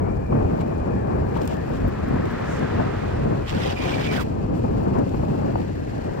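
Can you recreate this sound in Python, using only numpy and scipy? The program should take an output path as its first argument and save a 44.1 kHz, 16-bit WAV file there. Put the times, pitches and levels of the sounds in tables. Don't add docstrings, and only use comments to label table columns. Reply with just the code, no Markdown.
import sys
import numpy as np
from scipy import signal
from scipy.fft import rfft, irfft
from scipy.io import wavfile
from scipy.ndimage import uniform_filter1d

SR = 44100
rng = np.random.default_rng(int(sys.argv[2]) if len(sys.argv) > 2 else 0)


def store_pcm(level_fs):
    pcm = np.round(np.clip(level_fs, -1, 1) * 32767).astype(np.int16)
    wavfile.write(sys.argv[1], SR, np.atleast_2d(pcm).T)


N = 273420
TIME, HZ = np.arange(N) / SR, np.fft.rfftfreq(N, 1 / SR)
SLIDE_S, GRIP_S, ROLLING_S = 3.48, 4.137, 4.222

# time_s, level_db, tilt_db_per_oct, ring_db, hollow_db
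ROLL_CURVE = [(0, -60, 1, -54, -57), (.3, -59, 1, -55.5, -55), (.53, -53, -1.5, -56, -64),
              (1, -56.5, -0.2, -57, -50), (1.45, -53, -1, -57, -51), (4.25, -52, -0.5, -58, -71),
              (4.47, -55.5, -1.5, -62, -67), (4.62, -52, -1, -61, -73), (5.5, -51, -1.9, -59, -58),
              (6.2, -50, -2, -71, -70)]
# freq_hz, density_db
TREAD_SPECTRUM = [(200, -9), (700, 2.5), (1300, -7.5), (2000, -4.5), (2900, -5.5), (3500, -11),
                  (5000, -11.5), (6300, -13.5), (8000, -18), (9500, -21.5), (11500, -25.5), (14500, -23.5),
                  (16000, -31)]
# freq_hz, width_hz, lift_db
WHEEL_RESONANCES = [(1650, 230, 5), (4380, 500, 4.5), (7200, 790, 3)]
# freq_hz, coherence, left_lead_rad, left_over_right_db
BOARD_STEREO = [(700, 0.95, 1.44, 20), (1190, 0.41, 1.5, 0), (1800, 0.15, 4.5, 6), (2390, 0.92, 4.8, -5),
                (3240, 0.32, 7.95, -3), (4150, 0.24, 8.4, -2.5), (5400, 0.48, 13.2, -11.5),
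                (7330, 0.52, 18, -7.5), (9060, .25, 22.3, -11), (10900, .15, 27.2, -2.5),
                (14100, .15, 19, 7)]

def wheels(ring_hz=2386, ring_rise_hz_per_s=30, hollow_hz=1666, wobble_db=0.95):
    level_db, tilt, ring_db, hollow_db = over_time(ROLL_CURVE)
    modes_db = sum(db / (1 + (2 * (HZ - hz) / width) ** 2) for hz, width, db in WHEEL_RESONANCES)
    grain = grit(per_s=2300, spread_db=2.5, hiss=1.46)
    roll = at_ports(grain, over_freq(TREAD_SPECTRUM)[0] + modes_db, BOARD_STEREO)
    ring = wheel_mode(ring_hz + ring_rise_hz_per_s * TIME, ring_db, width_hz=260, left_db=-2)
    hollow = wheel_mode(hollow_hz, hollow_db, width_hz=240, left_db=5)
    roll = tilted(roll, tilt, pivot_hz=2450) * gain(level_db)
    return (roll + ring + hollow) * gain(wobble_db * flutter(25))


def wheel_mode(hz, level_db, width_hz, left_db, wander=.02, swell_db=1.5):
    drift, strength = flutter(6), flutter(9)
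    ring = resonance(hz * (1 + wander * drift), width_hz)
    return ring * gain(level_db + swell_db * strength) * pan(left_db)


# centre_s, length_s, rumble_lift_db, roar_lift_db
SHAKE_CHANGES = [(0.258, 0.11, -8, -6), (0.367, 0.094, 5, 2.5), (0.961, 0.04, 8.5, 2.5),
                 (1.4, .04, -1, 4.5), (1.862, 0.082, 6.5, 3), (2.165, 0.18, 7, 3), (2.629, 0.038, 7.5, 2.5),
                 (2.791, 0.059, 10, 4), (3.278, 0.18, 8, 3), (3.484, 0.05, -7, -11), (3.578, 0.096, 8, 2.5),
                 (4.83, 0.078, -1.5, 1.5), (4.98, 0.073, 3, 4.5)]

def shake_lifts_db():
    return sum(np.outer([low, high], swell(s, length)) for s, length, low, high in SHAKE_CHANGES)


# time_s, rumble_gain_db, roar_gain_db
SURFACE_CURVE = [(0, -26.5, -26), (.55, -24, -27), (.8, -28.5, -27.5), (1.25, -26.5, -27),
                 (1.6, -28, -29.5), (2, -30, -32), (2.7, -28.5, -28), (3.05, -29.5, -28.5),
                 (3.75, -32.5, -28.5), (4.15, -24, -25.5), (4.33, -28, -31.5), (4.55, -24, -29),
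                 (4.83, -22, -26), (5.17, -25.5, -30), (5.4, -24, -26.5), (5.8, -29.5, -33.5),
                 (6.2, -31.5, -29.5)]
# freq_hz, density_db
RUMBLE_SPECTRUM = [(15, -37), (30, -10), (60, -4), (90, 4.5), (150, 2.5), (250, -0.5), (380, -7.5),
                   (580, -8.5), (800, -13.5), (1100, -21.5), (1600, -31.5), (2500, -44), (5000, -77),
                   (16000, -78)]
# freq_hz, coherence, left_lead_rad, left_over_right_db
RUMBLE_STEREO = [(40, .95, .1, .3), (85, .88, .25, .4), (130, .76, .45, .7), (230, .55, 1.25, 1.2),
                 (350, .6, 2, 1.4), (580, .9, 2.8, 3), (850, .78, 3.3, 7.3), (1300, .4, 4, 9),
                 (2200, .3, 4.5, 8)]

def deck(rumble_trim_db=-0.8, roar_trim_db=-1.8, jolt_db=1.5, uneven_db=1.2, edge_growth=0.47):
    shake = at_ports(noise(), over_freq(RUMBLE_SPECTRUM)[0], RUMBLE_STEREO)
    rumble_db, roar_db = over_time(SURFACE_CURVE) + shake_lifts_db() + uneven_db * flutter(12.8)
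    jolts = gain(jolt_db * flutter(65))
    rumble = steadied(band(shake, 130, 380) * jolts, span_s=.1)
    body, edge = split(band(shake, 380, 16000), 900)
    edge = edge * gain(edge_growth * (roar_db - roar_db.mean()) - .5)
    roar = steadied(body * jolts + edge, span_s=.08)
    return rumble * gain(rumble_db + rumble_trim_db) + roar * gain(roar_db + roar_trim_db)


# start_s, length_s, knock_db, left_over_right_db, tilt_db_per_oct, thump_db
SEAMS = [(.297, .016, -37, 0, -3, -21), (.319, .018, -20, 0, .5, -16), (.349, .025, -26.5, 0, .5, -17),
         (.386, .014, -26, 0, 3, -28), (.403, .035, -26.5, 0, 1, -17), (.448, .018, -26.5, 0, 1, -24),
         (.607, .016, -30, 0, 3, -30), (1.362, .018, -23, 3, 0, -19), (1.848, .018, -31, 0, -4, -21),
         (2.195, .012, -28, 0, -2, -25), (2.792, .025, -22, 0, 0, -26), (4.641, .018, -25, 2, 0, -21),
         (4.951, .012, -25, 1, 1, -23), (4.98, .015, -29, 1, 1, -25), (5.142, .008, -24.5, 4, 3, -31),
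         (5.228, .018, -29, 3, 1, -23), (5.555, .0055, -17, -4, 2, -11)]

def bumps(knock_hz=780, knock_width_oct=.55, knock_lift_db=6, low_cut_hz=130, thump_hz=112):
    colour_db = over_freq(RUMBLE_SPECTRUM)[0] + octaves_from(1)
    colour_db -= 10 * np.log10(1 + (low_cut_hz / (HZ + 1)) ** 4)
    colour_db += knock_lift_db / (1 + (octaves_from(knock_hz) / knock_width_oct) ** 4)
    blows, jolts = np.zeros((2, N)), np.zeros((2, N))
    tilt, thumps = np.zeros(N), np.zeros(N)
    for start_s, length_s, knock_db, left_db, db_per_oct, thump_db in SEAMS:
        age_s = np.maximum(TIME - start_s, 0)
        size = gain(knock_db) * pan(left_db)
        blows += size * np.minimum(age_s / 0.0018, 1) * np.exp(-(age_s / length_s) ** 2)
        contact = age_s / 0.0015
        jolts += size * contact * (2 - contact) * np.exp(-contact)
        flex = (1 - np.exp(-contact)) * np.exp(-age_s / (0.75 * length_s))
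        thumps += gain(thump_db) * np.sin(2 * np.pi * thump_hz * age_s) * flex
        tilt[TIME > start_s - .01] = db_per_oct
    knocks = blows * at_ports(noise(), colour_db, RUMBLE_STEREO)
    return tilted(knocks + jolts, tilt, pivot_hz=470) + thumps


# start_s, length_s, force_db, chatter_db
SLIDE_BITES = [(3.489, 0.013, -38, -46), (3.621, 0.09, -41, -43.5), (3.82, 0.13, -40, -49),
               (3.99, .025, -41, -52), (4.046, .025, -41, -42), (4.126, 0.04, -38, -47),
               (4.192, 0.023, -42, -50)]
# freq_hz, density_db
RASP_SPECTRUM = [(300, -4), (800, 5.5), (1400, 4), (1900, 4.5), (2400, 1), (3100, 1), (3900, -4.5),
                 (5300, -7.5), (7000, -15), (9000, -21), (11000, -28), (15000, -25), (16000, -30)]
# freq_hz, width_hz, gain_db
CHATTER_BANDS = [(2830, 650, -0.5), (3570, 870, 0)]
# freq_hz, coherence, left_lead_rad, left_over_right_db
SLIDE_STEREO = [(850, 0.59, 3.3, 16), (1210, 0.52, 2.9, 6), (1570, 0.27, 2.2, -8), (2400, 0.17, 4.9, -1.5),
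                (4220, 0.46, 9, -6.5), (5400, 0.7, 12.2, -13), (8500, 0.67, 21, -9), (11000, .15, 26, 0),
                (14000, .15, 34, 8)]

def slide(skim_db=-43.5, fizz_db=-20, grip_fizz_db=12, sag_hz_per_s=500, judder_db=0.5):
    slips = grit(per_s=2600, spread_db=1.2, hiss=.7)
    scrape = at_ports(slips, over_freq(RASP_SPECTRUM)[0], SLIDE_STEREO)
    scrape = contact_patches(scrape, depth_db=2.2)
    force_db, shudder = skim_db, 0
    for start_s, length_s, bite_db, chatter_db in SLIDE_BITES:
        bite = gate(start_s, start_s + length_s, fade_s=0.015)
        force_db += (bite_db - skim_db) * bite
        shudder += gain(chatter_db) * bite
    fine_db = force_db + fizz_db + grip_fizz_db * swell(ROLLING_S, 0.122)
    rasp, fizz = split(scrape, 10700)
    rasp *= gain(force_db - 1) / band_rms(scrape, 2470, 8000)
    fizz *= gain(fine_db) / band_rms(scrape, 9200, 15700)
    sag_hz = sag_hz_per_s * (TIME - SLIDE_S)
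    modes = sum(gain(db) * resonance(hz - sag_hz, width) for hz, width, db in CHATTER_BANDS)
    chatter = modes * shudder * pan(-3)
    unload_db = -4.5 * swell(3.752, 0.034)
    load = gain(judder_db * flutter(54) + unload_db)
    return (rasp + fizz + chatter) * load * gate(SLIDE_S, ROLLING_S, fade_s=0.025)


def contact_patches(pair, depth_db):
    spectra = signal.stft(pair, SR, nperseg=256)[2]
    patches = uniform_filter1d(rng.standard_normal(spectra.shape[1:]), size=3, axis=0)
    patches = uniform_filter1d(patches, size=5, axis=1)
    return signal.istft(spectra * gain(depth_db * unit_rms(patches)), SR, nperseg=256)[1][:, :N]


# centre_s, length_s, lift_db, roughness_share
SQUEAL_CATCHES = [(3.773, 0.016, 9, .75), (3.828, 0.036, 6.5, .4), (3.94, .008, 15, .2), (4.1, .05, 8, .1),
                  (4.181, .018, 9, .6), (4.206, 0.024, 12.5, .65)]

def squeal(start_s=3.765, pitch_hz=2398, sag_hz_per_s=220, dive_hz_per_s=15500,
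           base_db=-43, base_rough=0.57, waver=.026, bend=.02, left_lead_rad=4.67):
    hz = pitch_hz - sag_hz_per_s * (TIME - start_s) - dive_hz_per_s * np.maximum(TIME - GRIP_S, 0)
    level_db, rough = base_db, base_rough
    for centre_s, length_s, lift_db, roughness in SQUEAL_CATCHES:
        catch = swell(centre_s, length_s)
        level_db += lift_db * catch
        rough += (roughness - base_rough) * catch
    rough = np.clip(rough, 0, 1)
    unsteady_hz = hz * (1 + waver * flutter(119.7) + bend * flutter(19.95))
    phase = 2 * np.pi * np.cumsum(unsteady_hz) / SR
    tone = np.sqrt(2) * np.cos([phase + left_lead_rad, phase])
    torn = np.sqrt(1 - rough ** 2) * resonance(hz, width_hz=380) + rough * resonance(hz, width_hz=1000)
    voice = np.sqrt(1 - rough) * tone + np.sqrt(rough) * torn
    return voice * gain(level_db) * pan(-6) * gate(start_s, ROLLING_S, fade_s=0.0067)


# start_s, gain_db, tilt_db_per_oct
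STONE_FLICKS = [(.53, -49, 7), (.589, -50, 11), (0.611, -43, 2), (.677, -52, 9), (.779, -47, 6),
                (1.371, -42, 6), (1.417, -34, -2), (1.454, -39, 7), (1.4752, -25.5, 1.5), (1.541, -45, 10),
                (1.693, -46, 11), (1.785, -45, -3), (1.881, -44, 20), (1.892, -51, 8), (2.084, -42, 8),
                (2.255, -40, -2), (2.31, -45, 7), (2.594, -42, 0), (4.829, -49, 8), (4.987, -39, 1),
                (5.082, -47, 8), (5.092, -42, -4), (5.155, -50, 9), (5.577, -52, 8), (6.167, -52, 9)]
# freq_hz, density_db
CLICK_SPECTRUM = [(800, -36.5), (2500, 4.5), (4500, 1), (7500, 0), (11000, -9.5), (14500, -3), (16000, -10)]

def stones(click_s=0.0017, rebound_s=0.0026, rebound_db=-6, rattle_db=-17, t60_s=.04, trim_db=-9):
    ticks, tilt = np.zeros(N), np.zeros(N)
    for start_s, db, db_per_oct in STONE_FLICKS:
        age_s = np.maximum(TIME - start_s, 0)
        contacts = np.array([age_s, np.maximum(age_s - rebound_s, 0)]) / click_s
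        hit, rebound = 2 * contacts * np.exp(-contacts ** 2)
        rattle = (age_s > 0) * gain(rattle_db - 60 * np.minimum(age_s / t60_s, 2))
        ticks += gain(db + trim_db) * (hit + gain(rebound_db) * rebound + rattle)
        tilt[TIME > start_s - .01] = db_per_oct
    crack = at_ports(noise(), over_freq(CLICK_SPECTRUM)[0], BOARD_STEREO)
    return tilted(ticks * crack, tilt, pivot_hz=8100)


# start_s, gain_db
PEBBLE_STRIKES = [(.6138, -30.5), (.617, -34.5)]
# freq_hz, gain_db, t60_s
DECK_MODES = [(1507, -7, .014), (2320, -5, .016), (3930, -14, .012), (7260, -16, .01)]

def pebble():
    ring = np.zeros(N)
    for start_s, hit_db in PEBBLE_STRIKES:
        age_s = np.maximum(TIME - start_s, 0)
        for hz, mode_db, t60_s in DECK_MODES:
            decay_db = -60 * np.minimum(age_s / t60_s, 3)
            ring += gain(hit_db + mode_db + decay_db) * np.sin(2 * np.pi * hz * age_s)
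    return np.array([ring, ring])


# start_s, length_s, level_db, tilt_db_per_oct
SAND_SCUFFS = [(0.603, 0.015, -49.5, -1), (1.356, 0.022, -45, -3), (1.41, 0.044, -50.5, 4),
               (1.49, 0.048, -46, -0.5), (1.715, 0.025, -54, 1), (1.755, .02, -49.5, 2),
               (4.56, 0.033, -59, 6.5)]

def scuffs(colour_db_per_oct=-6.56):
    press = sum(gain(db) * gate(s, s + length, fade_s=0.017) for s, length, db, _ in SAND_SCUFFS)
    tilt = over_time([(s + length / 2, slope) for s, length, _, slope in SAND_SCUFFS])[0]
    sand = grit(per_s=5000, spread_db=3, hiss=.5)
    colour_db = over_freq(CLICK_SPECTRUM)[0] + colour_db_per_oct * octaves_from(1)
    return tilted(press * at_ports(sand, colour_db, BOARD_STEREO), tilt, pivot_hz=3100)


# time_s, level_db
SAND_CURVE = [(0, -78), (.4, -72), (.65, -72), (.9, -82), (1.3, -68), (1.5, -62), (1.62, -74), (1.77, -68),
              (2, -74), (2.3, -70), (3, -77), (4.5, -86), (4.7, -73), (5.15, -68), (5.7, -73), (6.2, -75)]

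def crackle(colour_db_per_oct=9, clump_db=2):
    grains = grit(per_s=900, spread_db=1, hiss=0) * gain(clump_db * flutter(40))
    colour_db = over_freq(CLICK_SPECTRUM)[0] + colour_db_per_oct * octaves_from(1)
    return at_ports(grains, colour_db, BOARD_STEREO) * gain(over_time(SAND_CURVE)[0])


def bearing(centre_s=5.56, length_s=.24, pitch_hz=4530, sag_hz_per_s=400, level_db=-63):
    hz = pitch_hz - sag_hz_per_s * (TIME - centre_s)
    return resonance(hz, width_hz=70) * gain(level_db) * swell(centre_s, length_s)


# time_s, gain_db
AIRFLOW_CURVE = [(0, -26), (.65, -32), (1.2, -28), (1.6, -34), (1.9, -32), (2.4, -34), (2.9, -29.5),
                 (3.75, -32.5), (4.8, -29.5), (5.3, -30.5), (5.6, -30.5), (6.2, -36)]
# centre_s, length_s, strength_db
WIND_GUSTS = [(0.143, 0.092, 1.5), (.43, 0.093, 6.5), (0.807, 0.044, 6), (1.2, .25, 1), (1.868, 0.18, 4),
              (2.128, 0.1, 4.5), (3.215, 0.1, 3), (3.41, 0.055, 2)]

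def wind(gust_db=-8.5, gust_growth=2.1, buffet_growth=0.17, shake_share=0.47, eddy_db=3.5):
    air = at_ports(noise(), over_freq(RUMBLE_SPECTRUM)[0], RUMBLE_STEREO)
    strength_db = sum(db * swell(s, length) for s, length, db in WIND_GUSTS)
    low_db = gust_db + gust_growth * strength_db + eddy_db * flutter(15)
    upper_db = buffet_growth * strength_db + shake_share * shake_lifts_db()[0] + 0.55 * flutter(8.7)
    gusts = steadied(band(air, 15, 60.7), span_s=.2) * gain(low_db)
    buffets = steadied(band(air, 63.6, 141), span_s=.14) * gain(upper_db)
    return (gusts + buffets) * gain(over_time(AIRFLOW_CURVE)[0])


# freq_hz, density_db
TYRE_SPECTRUM = [(100, -12), (400, 2), (800, 0), (1100, 3.5), (1800, 0), (2400, -9), (3200, -14.5),
                 (4500, -21), (7300, -31), (9500, -41.5), (12000, -44), (16000, -50)]
# freq_hz, coherence, left_lead_rad, left_over_right_db
CAR_STEREO = [(300, 0.34, -0.81, 2), (1000, 0.94, -0.44, -5.5), (1620, 0.78, -0.42, 3.5),
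              (2070, 0.49, -0.53, 1.5), (2590, 0.14, -0.58, -8.5), (4000, 0.27, -0.74, -10),
              (7500, .1, -1.2, -23.5), (14000, .1, 0, -4)]

def car(pass_s=2.617, speed_m_per_s=13.3, nearest_m=8.1, level_db=-35, swing_db=4,
        hiss_db=-54, hiss_hz=6200, hiss_width_oct=0.33):
    along = speed_m_per_s * (TIME - pass_s) / nearest_m
    distance_ratio = np.hypot(1, along)
    ahead = along < 0
    nearness = distance_ratio ** -np.where(ahead, 1.6, 2.1)
    tilt = 0.75 - 1.5 * ahead * np.log2(distance_ratio)
    tyres = at_ports(noise(), over_freq(TYRE_SPECTRUM)[0], CAR_STEREO)
    roar = tilted(tyres, tilt, pivot_hz=1000) * nearness * gain(level_db)
    hiss_colour_db = -20 * np.log10(1 + (octaves_from(hiss_hz) / hiss_width_oct) ** 2)
    hiss = at_ports(noise(), hiss_colour_db, BOARD_STEREO) * gain(hiss_db) * swell(2.53, 0.11)
    return roar * pan(-swing_db * along / distance_ratio) + hiss


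# time_s, level_db
JUNCTION_CURVE = [(0, -69), (5.2, -73), (5.6, -56), (6.2, -52)]

def junction(centre_hz=1650, half_width_oct=0.25):
    colour_db = -10 * np.log10(1 + (octaves_from(centre_hz) / half_width_oct) ** 6)
    return at_ports(noise(), colour_db, BOARD_STEREO) * gain(over_time(JUNCTION_CURVE)[0])


def gain(db):
    return 10 ** (np.asarray(db) / 20)


def pan(left_db):
    return gain(np.vstack([left_db / 2, -left_db / 2]))


def unit_rms(x):
    return x / np.sqrt(np.mean(x ** 2) + 1e-20)


def octaves_from(hz):
    return np.log2((HZ + 1) / hz)


def over_freq(rows):
    hz, *columns = np.transpose(rows)
    return [np.interp(np.log(HZ + 1), np.log(hz + 1), column) for column in columns]


def over_time(rows):
    time_s, *columns = np.transpose(rows)
    return [np.interp(TIME, time_s, column) for column in columns]


def gate(start_s, end_s, fade_s):
    return np.clip(np.minimum(TIME - start_s, end_s - TIME) / fade_s + 1, 0, 1)


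def swell(centre_s, length_s):
    return 2 ** -(2 * (TIME - centre_s) / length_s) ** 2


def noise():
    return rng.standard_normal((2, N))


def flutter(top_hz):
    return unit_rms(irfft(rfft(rng.standard_normal(N)) / (1 + (HZ / top_hz) ** 4), N))


def grit(per_s, spread_db, hiss):
    sizes = gain(spread_db * np.minimum(rng.exponential(1, N), 5))
    hits = rng.random(N) < per_s / SR
    return unit_rms(sizes * hits * noise()) + hiss * noise()


def resonance(hz, width_hz):
    smear = np.array([flutter(width_hz / 2) + 1j * flutter(width_hz / 2) for _ in range(2)])
    return (smear * np.exp(2j * np.pi * np.cumsum(hz * np.ones(N)) / SR)).real


def band(pair, low_hz, high_hz):
    edges = 1 / np.sqrt((1 + (HZ / high_hz) ** 12) * (1 + (low_hz / (HZ + 1)) ** 12))
    return unit_rms(irfft(rfft(pair) * edges, N))


def band_rms(pair, low_hz, high_hz):
    return irfft(rfft(pair.mean(0)) * ((HZ > low_hz) & (HZ < high_hz)), N).std() + 1e-12


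def split(x, hz):
    low = irfft(rfft(x) / (1 + (HZ / hz) ** 6), N)
    return low, x - low


def steadied(pair, span_s):
    power = uniform_filter1d((pair ** 2).mean(0), size=int(span_s * SR))
    return pair / np.sqrt(np.abs(power) + 1e-9)


def tilted(pair, db_per_oct, pivot_hz):
    hz, frame_s, spectra = signal.stft(pair, SR, nperseg=512)
    octaves = np.clip(np.log2((hz + 1) / pivot_hz), -1, 2)[:, None]
    tilt_db = octaves * np.interp(frame_s, TIME, db_per_oct)
    return signal.istft(spectra * gain(tilt_db), SR, nperseg=512)[1][:, :N]


def at_ports(drives, colour_db, paths):
    coherence, lead_rad, left_db = over_freq(paths)
    shared, separate = rfft(drives) * gain(colour_db)
    left = shared * gain(left_db)
    right = (coherence * shared + np.sqrt(1 - coherence ** 2) * separate) * np.exp(-1j * lead_rad)
    pair = irfft(np.array([left, right]) / np.sqrt(1 + gain(left_db) ** 2), N)
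    return pair / pair.mean(0).std()


def scene():
    rolling = deck() + bumps() + wheels() + bearing() + scuffs() + stones() + pebble() + crackle()
    return rolling + slide() + squeal() + wind() + car() + junction()


def record(dry):
    lowpass = signal.firwin(511, cutoff=15850, window=("kaiser", 9), fs=SR)
    return signal.oaconvolve(dry, lowpass[None], "same")


dry = scene()
out = record(dry)
store_pcm(out)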